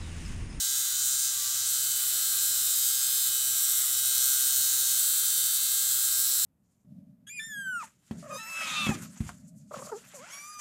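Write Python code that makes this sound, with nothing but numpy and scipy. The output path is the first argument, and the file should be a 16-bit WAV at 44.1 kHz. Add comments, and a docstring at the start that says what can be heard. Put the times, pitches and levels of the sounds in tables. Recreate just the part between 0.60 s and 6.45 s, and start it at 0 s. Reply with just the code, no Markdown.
"""Eyebrow trimmer, close up

A battery trimmer runs in a quiet room. Its motor turns about 132 times a second and sags with each
press on the brow. The motor's harmonics make a thin whine; the cutter ticks and scrapes against its
metal guard several times a turn, which gives the bright buzz. The plastic handle rings along and hairs
catch with a rasp. For about a second the head lifts off the skin and rings more freely."""
import sys
import numpy as np
from scipy import signal
from scipy.fft import rfft, irfft, next_fast_len
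from scipy.io import wavfile
from scipy.ndimage import map_coordinates

SR = 44100
rng = np.random.default_rng(int(sys.argv[2]) if len(sys.argv) > 2 else 0)


def wav_record(signal):
    """Record a signal, one row per channel, as 16-bit PCM in the file named by sys.argv[1]."""
    frames = np.transpose(np.atleast_2d(signal))
    bounded = np.clip(frames, -1, 1)
    # unit amplitude maps onto the largest positive 16-bit level
    quanta = np.round(bounded * 32767).astype(np.int16)
    wavfile.write(sys.argv[1], SR, quanta)


N = 257984
TIME = np.arange(N) / SR


def amp(db):
    """Decibels to gain."""
    return 10 ** (np.asarray(db) / 20)


def unit(x):
    """x at rms 1."""
    return x / np.sqrt(np.mean(x ** 2) + 1e-20)


def curves(rows):
    """One value per sample for each column after the time."""
    times, *columns = np.transpose(rows)
    return [np.interp(TIME, times, column) for column in columns]


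def wobble(rate):
    """A smooth random curve, rate knots a second."""
    coarse = np.arange(0, N + 64, 64)
    knots = rng.standard_normal(1024)
    return np.interp(np.arange(N), coarse, map_coordinates(knots, [coarse * rate / SR], mode="wrap"))


def filtered(x, response):
    """x through an EQ whose gain is response(Hz)."""
    size = next_fast_len(N + SR // 4)
    return irfft(rfft(x, size) * response(np.fft.rfftfreq(size, 1 / SR)), size)[:N]


def coloured(x, points):
    """x shaped by (Hz, dB) points, at rms 1."""
    point_hz, db = np.transpose(points)
    return unit(filtered(x, lambda hz: amp(np.interp(np.log(hz + 1), np.log(point_hz), db))))


def band(x, lo_hz, hi_hz, order=40):
    """The part of x between two edges, at rms 1."""
    below = lambda hz, edge: 1 / (1 + (hz / edge) ** order)
    return unit(filtered(x, lambda hz: below(hz, hi_hz) - below(hz, lo_hz)))


def pulses(at, sizes):
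    """Impulses at positions that fall between samples."""
    taps = np.floor(at)[:, None] + np.arange(-7, 9)
    offset = taps - at[:, None]
    shape = np.sinc(offset) * np.cos(np.pi * offset / 16) ** 2
    return np.bincount(np.clip(taps, 0, N - 1).astype(int).ravel(), (sizes[:, None] * shape).ravel(), N)


def rise(depth_db=1.5, length_s=2):
    """Gain that climbs gently at the start, then stays at 1."""
    return amp(-depth_db * np.clip(1 - TIME / length_s, 0, 1))


def swells():
    """Slow swells of the buzz and its treble, in dB about their means."""
    # Each row: time in seconds, buzz in dB, treble in dB.
    levels = [(0.0, -29.5, -36), (0.23, -30, -32.5), (0.34, -30, -33.5), (0.42, -28, -33),
              (0.76, -30.5, -35.5), (1.06, -30, -34.5), (1.11, -29, -31.5), (1.21, -29.5, -30.5),
              (3.18, -29, -28.5), (3.28, -29.5, -30.5), (3.73, -28, -28), (4.62, -29, -29),
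              (5.72, -28.5, -29.5), (5.8, -28.5, -29)]
    return [db - db.mean() for db in curves(levels)]


def room(level_db, hum_db, hum_hz, swell_db):
    """Low room rumble with a faint mains hum."""
    # The room tone. Each row: frequency in Hz, relative level in dB.
    colour = [(20, -30), (38, -25), (52, -19), (75, -12.5), (95, -0.5), (115, -6), (150, -14), (220, -17.5),
              (450, -19.5), (900, -18.5), (3000, -27), (15000, -43)]
    rumble = amp(level_db + swell_db * wobble(4.83)) * coloured(rng.standard_normal(N), colour)
    hum = np.sqrt(2) * np.sin(2 * np.pi * hum_hz * TIME)
    return rumble + amp(hum_db) * hum


def rubbing(angle, colour, swell_db):
    """Friction noise that swells once a turn."""
    return coloured(rng.standard_normal(N) * amp(-swell_db * np.cos(2 * np.pi * angle)), colour)


def hairs(angle):
    """Short rasps as the cutter chews through a hair."""
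    # Hairs catching. Each row: centre in seconds, half length in seconds, peak level in dB.
    catches = [(0.821, .06, -55), (1.396, 0.037, -50), (2.661, 0.019, -49), (3.215, .016, -47),
               (3.273, 0.042, -52), (4.142, 0.024, -64)]
    # Their rasp. Each row: frequency in Hz, relative level in dB.
    colour = [(400, -26), (900, -12), (1300, 0), (1900, 7), (3000, -1), (4500, 5), (8000, -12)]
    envelope = sum(amp(db) * np.exp(-((TIME - centre) / half) ** 2) for centre, half, db in catches)
    return envelope * rubbing(angle, colour, swell_db=-1)


def handle(angle, load, level_db, load_db, with_treble, waver_db):
    """Friction rings the plastic handle, harder under load and when the head rattles brightly."""
    # The plastic's resonance. Each row: frequency in Hz, relative level in dB.
    colour = [(500, -29.5), (1000, -14.5), (1300, 4.5), (1500, -0.5), (1800, -4), (2200, -9.5),
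              (2700, -8.5), (3500, -19.5)]
    _, treble_db = swells()
    gain = amp(level_db + load_db * load + with_treble * treble_db + waver_db * wobble(9))
    return gain * rubbing(angle, colour, swell_db=3.5)


def shaft(full_sag, flutter, wander):
    """Motor angle in turns and load from 0 to 1; presses slow it. Settings are in turns a second."""
    # The free-running motor. Each row: time in seconds, speed in turns a second.
    speeds = [(0.0, 132.37), (0.56, 132.73), (1.2, 132.42), (2.37, 132.7), (2.69, 131.75), (4.02, 131.44),
              (4.23, 131.97), (4.29, 131.36), (4.65, 132.52), (5.85, 132.27)]
    # Presses on the brow. Each row: centre in seconds, half length in seconds, sag in turns a second.
    presses = [(0.041, 0.095, 1.18), (0.286, 0.071, 0.76), (0.846, 0.13, 2.9), (1.035, 0.067, 0.79),
               (1.449, 0.051, 1.55), (1.548, 0.091, 0.9), (1.761, 0.045, 1.64), (1.976, 0.06, 1.05),
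               (2.146, 0.089, 0.97), (2.673, 0.02376, 0.912), (3.15, 0.027, 0.91), (3.251, 0.038, 2.18),
               (3.324, 0.087, 1.09), (5.511, 0.03, 0.95)]
    cruise, = curves(speeds)
    sag = sum(depth * np.exp(-((TIME - centre) / half) ** 2) for centre, half, depth in presses)
    speed = cruise - sag + flutter * wobble(30) + wander * wobble(9)
    return np.cumsum(speed) / SR, np.clip(sag / full_sag, 0, 1)


def harmonics(angle, table, waver_db, waver_rad):
    """Clean multiples of the shaft speed; each wavers as the hand moves the handle."""
    tones = np.zeros(N)
    for multiple, db in table:
        gain = amp(db + waver_db * wobble(5.025))
        phase = 2 * np.pi * (round(multiple) * angle + rng.random())
        tones += gain * np.sin(phase + waver_rad * wobble(3.9))
    return np.sqrt(2) * tones


def whine(angle, load, lift, load_db, motor_db, cutter_db, lift_db):
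    """The motor's and the cutter's tones; a hard press ducks them and brings up lower ones."""
    # Tones of the motor, of the guard singing with the cutter, and of the motor labouring.
    # Each row: multiple of the shaft speed, level in dB before the gains below.
    motor_tones = [(2, -79), (8, -78.5), (9, -64.5), (10, -61.5), (11, -56), (12, -52), (13, -63),
                   (15, -65), (16, -60), (17, -67.5), (19, -61), (20, -60.5), (21, -65), (23, -47.5),
                   (24, -53), (25, -55.5), (26, -57), (27, -49), (28, -49.5), (29, -45), (30, -47.5),
                   (31, -46), (32, -46), (34, -46.5), (37, -58), (38, -57), (39, -60), (42, -50), (43, -49),
                   (45, -46.5)]
    guard_tones = [(47, -55.5), (48, -53.5), (49, -52), (50, -48.5), (51, -49.5), (53, -52.5), (54, -55),
                   (56, -44.5), (57, -42.5), (58, -50), (59, -44.5), (61, -58), (62, -56), (63, -42.5),
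                   (64, -47.5), (66, -58), (69, -58), (70, -60), (77, -56)]
    strain_tones = [(8, -70.5), (9, -59.5), (14, -70), (15, -62)]
    buzz_db, _ = swells()
    motor = amp(motor_db + lift_db * lift) * harmonics(angle, motor_tones, waver_db=2, waver_rad=0.22)
    cutter = amp(cutter_db + buzz_db) * harmonics(angle, guard_tones, waver_db=2, waver_rad=0.38)
    strain = load * harmonics(angle, strain_tones, waver_db=4, waver_rad=0.22)
    commutator = amp(-70 + 3 * lift) * np.sqrt(2) * np.sin(2 * np.pi * 6 * angle)  # six beats a turn
    duck = amp(load_db * load ** 2)
    return duck * (rise() * motor + cutter) + strain + rise() * commutator


def ticks(angle, load, jitter_s, drift_s, scatter_db, sway_db, t60):
    """Each contact strikes once a turn with a short metal ring that changes colour now and then."""
    # Where the cutter touches the guard. Each row: share of a turn, relative level in dB.
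    contacts = [(0.218, -3), (0.288, -2.5), (.45, -2.5), (0.562, -8.5), (0.678, -10.5), (0.758, -1),
                (.95, -4.5)]
    # Times in seconds at which the ticks' metallic ring changes colour.
    ring_change_times = [1.09, 1.45, 2.15, 2.7, 3.35, 4.4, 5.45]
    # The metal's tone. Each row: frequency in Hz, relative level in dB.
    colour = [(1800, -46), (2700, -28.5), (3300, -14.5), (4400, -14.5), (5000, -9), (5600, -12.5),
              (6600, -2), (7700, 1.5), (8600, 0.5), (9500, -5), (10800, -8), (12500, -6.5), (13300, -5.5),
              (15500, -6.5)]
    ring_time = np.arange(SR // 50) / SR
    strikes = np.zeros(N)
    for share, db in contacts:
        at = np.interp(np.arange(int(angle[-1])) + share, angle, np.arange(N))
        sample = at.astype(int)
        late, size, blur = rng.standard_normal((3, 1024))[:, :len(at)]
        jitter = jitter_s * (1 + 2 * load[sample]) * late  # load makes the timing ragged
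        at = at + SR * (jitter + drift_s * wobble(3)[sample])
        sizes = amp(db + scatter_db * size + sway_db * wobble(2.47)[sample])
        # Around each change the ticks flicker between the two rings.
        ring_index = np.searchsorted(ring_change_times, at / SR + 0.038 * blur)
        for index in np.unique(ring_index):
            ring = rng.standard_normal(len(ring_time)) * amp(-60 * ring_time / t60)
            chosen = ring_index == index
            strikes += signal.oaconvolve(pulses(at[chosen], sizes[chosen]), unit(ring))[:N]
    return coloured(strikes, colour)


def lifted(leave_s, return_s, move_s):
    """0 while the head is on the skin, 1 while it is held clear."""
    return np.clip(np.minimum(TIME - leave_s, return_s - TIME) / move_s + 0.5, 0, 1)


def head(angle, load, lift, scrape_db, load_db, clear_db, flicker_db):
    """Ticks and scraping ring the guard; pressing trades ticks for scraping, lifting eases it."""
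    # The scrape. Each row: frequency in Hz, relative level in dB.
    colour = [(1500, -23), (2300, -22), (3000, -13.5), (3900, -6.5), (5400, -10), (6600, -3), (7600, 7),
              (8400, 3), (9600, -2), (10700, -4), (13400, -1), (15500, -4)]
    # Bands in which the head rings. Each row: lower edge in Hz, upper edge in Hz, level in dB,
    # dB per dB of buzz, dB per dB of treble, change in dB when lifted.
    ring_bands = [(1460, 4570, -43.5, 0.6, 0, 1.5), (4614, 6280, -39.5, 0.9, -0.5, 1),
                  (6450, 7030, -41.5, -0.2, -0.12, 4), (7115, 8800, -33.5, 1.3, 0.38, -0.2),
                  (8936, 17250, -29.7, 0.5, 0.83, 0.5)]
    strikes = ticks(angle, load, jitter_s=6e-6, drift_s=1.8e-5, scatter_db=2, sway_db=2, t60=0.0091)
    scrape_gain = amp(scrape_db + load_db * load + clear_db * lift)
    scrape = scrape_gain * rubbing(angle, colour, swell_db=1.5)
    drive = (strikes + scrape) / np.sqrt(1 + scrape_gain ** 2)  # equal-power blend
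    buzz_db, treble_db = swells()
    buzz = np.zeros(N)
    for lo_hz, hi_hz, db, with_buzz, with_treble, lift_db in ring_bands:
        band_db = db + with_buzz * buzz_db + with_treble * treble_db + lift_db * lift
        buzz += amp(band_db + flicker_db * wobble(35)) * band(drive, lo_hz, hi_hz)
    return buzz


def scene():
    """One motor drives the whole trimmer, over a bed of room tone."""
    angle, load = shaft(full_sag=2.5, flutter=0.069, wander=0.064)
    lift = lifted(leave_s=3.46, return_s=4.36, move_s=0.1)
    trimmer = (whine(angle, load, lift, load_db=-3.5, motor_db=-1.62, cutter_db=-1.75, lift_db=0.6)
               + head(angle, load, lift, scrape_db=-1.0, load_db=5.5, clear_db=-0.5, flicker_db=0.83)
               + handle(angle, load, level_db=-54.0, load_db=2.5, with_treble=0.64, waver_db=0.5)
               + hairs(angle))
    bed = rise() * room(level_db=-61, hum_db=-70.5, hum_hz=119.4, swell_db=1.54)
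    return (trimmer + bed)[None]


def record(dry):
    """A brick-wall low-pass takes off the very top."""
    return filtered(dry[0], lambda hz: hz < 15780)[None]


dry = scene()
out = record(dry)
wav_record(out)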